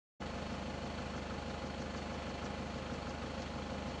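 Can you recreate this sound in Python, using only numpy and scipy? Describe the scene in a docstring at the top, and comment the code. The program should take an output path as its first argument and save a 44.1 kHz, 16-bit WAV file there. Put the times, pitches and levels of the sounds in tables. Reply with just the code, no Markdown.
"""An even exhaust drone with a loping clatter: a four-cylinder engine, probably a diesel, at 750 rpm,
heard from the standing vehicle on an open road. Each firing drones in the exhaust, thumps the body
and knocks in the block; valve gear ticks and rings between the knocks. The cylinders differ,
so the clatter lopes once a cycle, over a soft hiss of intake and fan."""
import sys
import numpy as np
from scipy import signal
from scipy.fft import rfft, irfft
from scipy.io import wavfile
from scipy.ndimage import uniform_filter1d

SR = 44100
rng = np.random.default_rng(int(sys.argv[2]) if len(sys.argv) > 2 else 0)


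def unload_wav(signal):
    """Save mono or channel-first audio to the path in sys.argv[1] as 16-bit WAV at rate SR, clipped to [-1, 1]."""
    wavfile.write(
        sys.argv[1],
        SR,
        np.round(np.clip(np.atleast_2d(signal).T, -1, 1) * 32767).astype(np.int16),
    )


N = 176400

FIRING_HZ = 24.99
CYCLE_S = 4 / FIRING_HZ


def undb(db):
    """Decibels to gain."""
    return 10 ** (np.asarray(db) / 20)


def level(x, rms_db):
    """Set the rms level."""
    return x * undb(rms_db) / np.sqrt(np.mean(x ** 2))


def gains(spectrum, hz):
    """Read a spectrum on a log-frequency axis."""
    f, db = np.array(spectrum).T
    return undb(np.interp(np.log(np.maximum(hz, 1)), np.log(f), db))


def colour(x, spectrum):
    """Filter by a spectrum."""
    return irfft(rfft(x) * gains(spectrum, np.fft.rfftfreq(N, 1 / SR)), N)


def walk(rate_hz):
    """Smooth random drift, unit spread."""
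    k = int(SR / rate_hz)
    steps = np.repeat(rng.standard_normal(N // k + 1), k)
    drift = uniform_filter1d(uniform_filter1d(steps, k), k)[:N]
    return drift / drift.std()


def per_cycle(cycle):
    """One random value per engine cycle, unit spread."""
    return rng.standard_normal(64)[cycle.astype(int)]


def strike(age, attack_s, decay_s):
    """Linear rise, exponential decay."""
    return np.minimum(age / attack_s, 1) * np.exp(-np.maximum(age - attack_s, 0) / decay_s)


def partial(t, hz, rms_db):
    """One engine tone; its level wavers more with pitch, up to 510 Hz."""
    waver_db = 1.9 * min(hz / 510, 1)
    return level(np.sin(2 * np.pi * (hz * t + rng.random())) * undb(waver_db * walk(25.11)), rms_db)


# Cylinders: firing t/s in the cycle, knock level/dB, thump level/dB, valve level/dB
CYLINDERS = [(0.014, -2, 1.5, 0.5), (0.056, -0.5, 0, 0.5), (.096, -3, 0.5, 1), (.136, -0.5, -3.5, 1)]
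FIRING_S, KNOCK_DB, THUMP_DB, VALVE_DB = np.array(CYLINDERS).T


def firings(t, cylinder_db, attack_s, decay_s, lag_s=0, scatter_db=0):
    """Envelope of one blow per firing, summed in power."""
    power = 0
    for firing_s, db in zip(FIRING_S, cylinder_db):
        cycle, age = np.divmod(t - firing_s - lag_s, CYCLE_S)
        power += (strike(age, attack_s, decay_s) * undb(db + scatter_db * per_cycle(cycle))) ** 2
    return np.sqrt(power)


# Exhaust harmonics: multiple of the firing rate, relative level/dB
EXHAUST_ORDERS = [(1, -22), (2, -8), (3, 0), (4, -11), (5, -13), (6, -10), (7, -7.5), (8, -4), (9, -5),
                  (10, -8), (11, -12), (12, -14), (13, -13), (14, -13), (15, -17), (16, -21), (17, -19),
                  (18, -11), (19, -16), (20, -10), (21, -8), (22, -15), (23, -14), (24, -13), (25, -15)]


def exhaust_drone(t):
    """Exhaust pulses drone at harmonics of the firing rate."""
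    return level(sum(partial(t, k * FIRING_HZ, db) for k, db in EXHAUST_ORDERS), rms_db=-45.4)


# Body thump spectrum: f/Hz, relative level/dB
THUMP_SPECTRUM = [(40, -42), (85, -4.5), (115, -14.5), (140, 3), (165, -14), (200, -3.5), (265, -12.5),
                  (300, -7.5), (350, -12), (420, -10), (480, -10), (535, -4.5), (580, -5.5), (690, -10),
                  (760, -11), (1100, -14.5), (1450, -20), (1600, -12.5), (1750, -35.5), (1900, -29),
                  (3000, -25.5), (5000, -52.5)]


def body_thumps(t):
    """Four firings thump the body in a pattern that repeats every cycle."""
    size = int(CYCLE_S * SR)
    cycle_t = np.arange(size) / SR
    noise = rng.standard_normal(size)
    burst = rfft(noise * firings(cycle_t, THUMP_DB, attack_s=0.003, decay_s=0.026, lag_s=0.0114))
    harmonic = np.arange(len(burst))
    between_orders = harmonic % len(CYLINDERS) > 0  # the drone supplies the firing orders
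    pattern = irfft(burst / abs(burst) * gains(THUMP_SPECTRUM, harmonic / CYCLE_S) * between_orders, size)
    thumps = np.interp(t, cycle_t, pattern, period=CYCLE_S)
    waver_db = walk(22.08)
    return level(thumps, rms_db=-52) * undb(waver_db)


# Combustion rumble spectrum: f/Hz, relative level/dB
RUMBLE_SPECTRUM = [(15, -19), (40, -24), (75, -5), (120, -4.5), (210, -2.5), (270, -1), (320, -5.5),
                   (420, -3), (520, 1), (620, -6), (850, -7), (1300, -6.5), (2500, -42.5)]


def combustion_rumble(t):
    """Uneven combustion shakes the body differently at every firing."""
    push = firings(t, THUMP_DB, attack_s=0.004, decay_s=0.048, lag_s=0.0065, scatter_db=1.5)
    return level(colour(rng.standard_normal(N) * push, RUMBLE_SPECTRUM), rms_db=-52)


# Body modes: f/Hz, relative level/dB
BODY_MODES = [(136, 3), (195, 0), (262, -1), (330, -5.5), (520, -4)]


def heavy_beat(t, onset_s=0.031, scatter_db=1.4):
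    """One cylinder fires harder than the rest and sets the body booming."""
    cycle, age = np.divmod(t - onset_s, CYCLE_S)
    envelope = undb(scatter_db * per_cycle(cycle)) * strike(age, attack_s=0.0072, decay_s=0.017)
    modes = sum(undb(db) * np.sin(2 * np.pi * hz * age) for hz, db in BODY_MODES)
    return level(envelope * modes, rms_db=-53.5)


# Panel and cover tones: f/Hz, rms level/dB
PANEL_TONES = [(231.2, -60.5), (243.7, -63), (268.7, -64), (531, -62), (543.7, -61.5), (874.6, -67.5),
               (899.6, -67.5), (924.6, -73.5), (1249.5, -67.5)]


def panel_hum(t, swell_share=0.31):
    """Panels hum at harmonics of the cycle rate and swell with each firing."""
    hum = sum(partial(t, round(hz * CYCLE_S) / CYCLE_S, db) for hz, db in PANEL_TONES)
    swell = level(firings(t, THUMP_DB, attack_s=0.021, decay_s=0.0096), 0)
    return hum * level(1 - swell_share + swell_share * swell, 0)


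# Pipe and gear tones: f/Hz, rms level/dB, swells per cycle, crest t/s, depth/dB, bend/Hz
PIPE_AND_GEAR_TONES = [(687.3, -57.3, 2, .051, 5, 16), (824.7, -56.3, 4, .023, 4.5, 4),
                       (4364, -67, 4, .021, 5, 40)]


def pipes_and_gears(t, drift=0.003, waver_db=1.5):
    """Two pipe tones and a thin gear whine swell and rise as the crank surges within each cycle."""
    out = 0
    for hz, db, swells, crest_s, depth_db, bend_hz in PIPE_AND_GEAR_TONES:
        swell = np.cos(2 * np.pi * swells * (t - crest_s) / CYCLE_S)
        pitch_hz = hz * (1 + drift * walk(60)) + bend_hz * swell
        tone = np.sin(2 * np.pi * (np.cumsum(pitch_hz) / SR + rng.random()))
        out += level(tone * undb(depth_db * swell + waver_db * walk(25.01)), db)
    return out


# Block knock spectrum: f/Hz, relative level/dB
KNOCK_SPECTRUM = [(400, -7), (750, -4.5), (960, -8), (1060, 6.5), (1170, -6.5), (1270, -1), (1470, 4),
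                  (1600, -11.5), (1750, 5), (1890, -39), (2000, -2.5), (2600, -18.5), (3500, -28.5),
                  (6000, -41.5)]


def block_knocks(t, repeat_share=0.53):
    """Each cylinder knocks in the block with a ring of its own that partly repeats every cycle."""
    cycle_t = np.arange(int(CYCLE_S * SR)) / SR
    repeating = level(np.interp(t, cycle_t, rng.standard_normal(len(cycle_t)), period=CYCLE_S), 0)
    grain = np.sqrt(repeat_share) * repeating + np.sqrt(1 - repeat_share) * rng.standard_normal(N)
    push = firings(t, KNOCK_DB, attack_s=0.0027, decay_s=0.017, scatter_db=0.4)
    return level(colour(grain * push, KNOCK_SPECTRUM), rms_db=-54.5)


# Harder firings: t/s, level/dB
HARD_KNOCKS = [(.223, -49.5), (.985, -49), (1.146, -51), (1.306, -48.5), (1.542, -51), (1.946, -46.5),
               (2.11, -53), (2.267, -52), (2.426, -51), (2.898, -49), (3.07, -50), (3.225, -52)]
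# Block modes: f/Hz, relative level/dB
BLOCK_MODES = [(925, -7), (1055, -2), (1130, -12), (1250, -2.5), (1325, 5), (1425, -4.5), (1500, -4),
               (1710, 0.5)]


def hard_knocks(t, attack_s=0.0014, decay_s=0.0096, detune=0.01):
    """Now and then a firing strikes harder and the block rings briefly."""
    out = np.zeros(N)
    for onset_s, db in HARD_KNOCKS:
        active = (t > onset_s) & (t < onset_s + 10 * decay_s)
        age = t[active] - onset_s
        ring = 0
        for hz, mode_db in BLOCK_MODES:
            pitch_hz = hz * (1 + detune * rng.standard_normal())
            ring += undb(mode_db) * np.sin(2 * np.pi * (pitch_hz * age + rng.random()))
        out[active] += undb(db) * ring * np.minimum(age / attack_s, 1) * np.exp(-age / decay_s)
    return out


# Injector and valve tick spectrum: f/Hz, relative level/dB
TICK_SPECTRUM = [(900, -40), (1900, 7.5), (2150, -4.5), (2650, 7), (2820, 2.5), (3000, 2), (3250, 6.5),
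                 (3600, 4), (4250, 4.5), (4800, -2), (7000, -8.5), (8000, -13.5), (10000, -26)]


def injector_and_valve_ticks(t):
    """An injector ticks at each firing, a softer valve after it."""
    injector = firings(t, VALVE_DB, attack_s=0.0062, decay_s=0.05, scatter_db=1.1)
    valve = firings(t, VALVE_DB - 7, attack_s=0.004, decay_s=0.024, lag_s=0.013, scatter_db=1.1)
    return level(colour(rng.standard_normal(N) * np.hypot(injector, valve), TICK_SPECTRUM), rms_db=-58)


# Small steel parts: f/Hz, width/Hz, relative level/dB
STEEL_MODES = [(4310, 25, 1), (4410, 110, -2), (3246, 50, -6), (3245, 49, 1.5), (3000, 45, 5),
               (2640, 54, -3), (2382, 40.9, 5), (2187, 25, -1), (2015, 16, 2)]


def steel_ringing(t):
    """Each firing sets small steel parts ringing; their pitch scatters a little."""
    taps = firings(t, VALVE_DB, attack_s=0.0047, decay_s=0.03, scatter_db=2)
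    ring = 0
    for hz, width_hz, db in STEEL_MODES:
        pitch_hz = hz + width_hz / 2 * walk(100)
        ring += undb(db) * np.sin(2 * np.pi * np.cumsum(pitch_hz) / SR)
    return level(ring * taps, rms_db=-61)


# Swish spectrum: f/Hz, relative level/dB
SWISH_SPECTRUM = [(2500, -32), (4500, -1), (6400, 0), (7600, -10.5), (8200, -26), (10200, -34)]
# Swish accents: t/s, extra level/dB
SWISH_ACCENTS = [(.535, 3), (1.176, 4), (1.67, 4), (1.817, 4.5), (1.978, 5.5), (2.15, 3), (2.456, 8),
                 (2.771, 3), (2.946, 3), (3.097, 5), (3.423, 3), (3.586, 0), (3.908, 0)]


def belt_swish(t, crest_s=0.055, width_s=0.018, accent_width_s=0.017, scatter_db=1.7, grain_db=2.5):
    """A soft, grainy swish once a cycle, probably the belt; a few are louder."""
    cycle, age = np.divmod(t - crest_s + CYCLE_S / 2, CYCLE_S)
    accent_db = sum(db * np.exp(-((t - at_s) / accent_width_s) ** 2) for at_s, db in SWISH_ACCENTS)
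    strength = undb(scatter_db * per_cycle(cycle) + accent_db)
    swell = np.exp(-((age - CYCLE_S / 2) / width_s) ** 2 / 2)
    grain = rng.standard_normal(N) * undb(grain_db * walk(400))
    return level(colour(grain, SWISH_SPECTRUM), -64.5) * strength * swell


# Body cavity spectrum: f/Hz, relative level/dB
CAVITY_SPECTRUM = [(110, -70), (182, -10), (203, 0), (225, -9), (450, -90)]


def body_cavity():
    """The body's hollow booms unevenly near 200 Hz, filling the gaps between beats."""
    return level(colour(rng.standard_normal(N), CAVITY_SPECTRUM), rms_db=-57)


# Intake and fan spectrum: f/Hz, relative level/dB
HISS_SPECTRUM = [(500, 7), (1500, 4.5), (2800, 7), (3700, -4.5), (4500, -1.5), (5300, -4), (6300, -3),
                 (7400, -6.5), (8100, -16), (9000, -23), (10200, -32)]


def intake_and_fan():
    """Air hisses steadily through intake and fan."""
    return level(colour(rng.standard_normal(N), HISS_SPECTRUM), rms_db=-55)


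def scene(crank_drift_s=0.00009):
    """The idling engine in mono; all rhythmic parts follow the same crank."""
    t = np.arange(N) / SR + crank_drift_s * walk(5.936)
    hum = body_thumps(t) + exhaust_drone(t) + panel_hum(t)
    boom = heavy_beat(t) + combustion_rumble(t) + body_cavity()
    metal = block_knocks(t) + hard_knocks(t) + injector_and_valve_ticks(t) + steel_ringing(t)
    return (hum + boom + metal + pipes_and_gears(t) + belt_swish(t) + intake_and_fan())[None]


def record(dry):
    """The sound cuts in after a short silence; the top treble is cut off."""
    start_s, fade_s, cutoff_hz = 0.196, 0.018, 10200
    ramp = np.clip((np.arange(N) / SR - start_s) / fade_s, 0, 1)
    lowpass = signal.ellip(10, 0.2, 70, cutoff_hz, fs=SR, output="sos")
    return signal.sosfilt(lowpass, dry * np.sin(np.pi / 2 * ramp) ** 2)


dry = scene()
out = record(dry)
unload_wav(out)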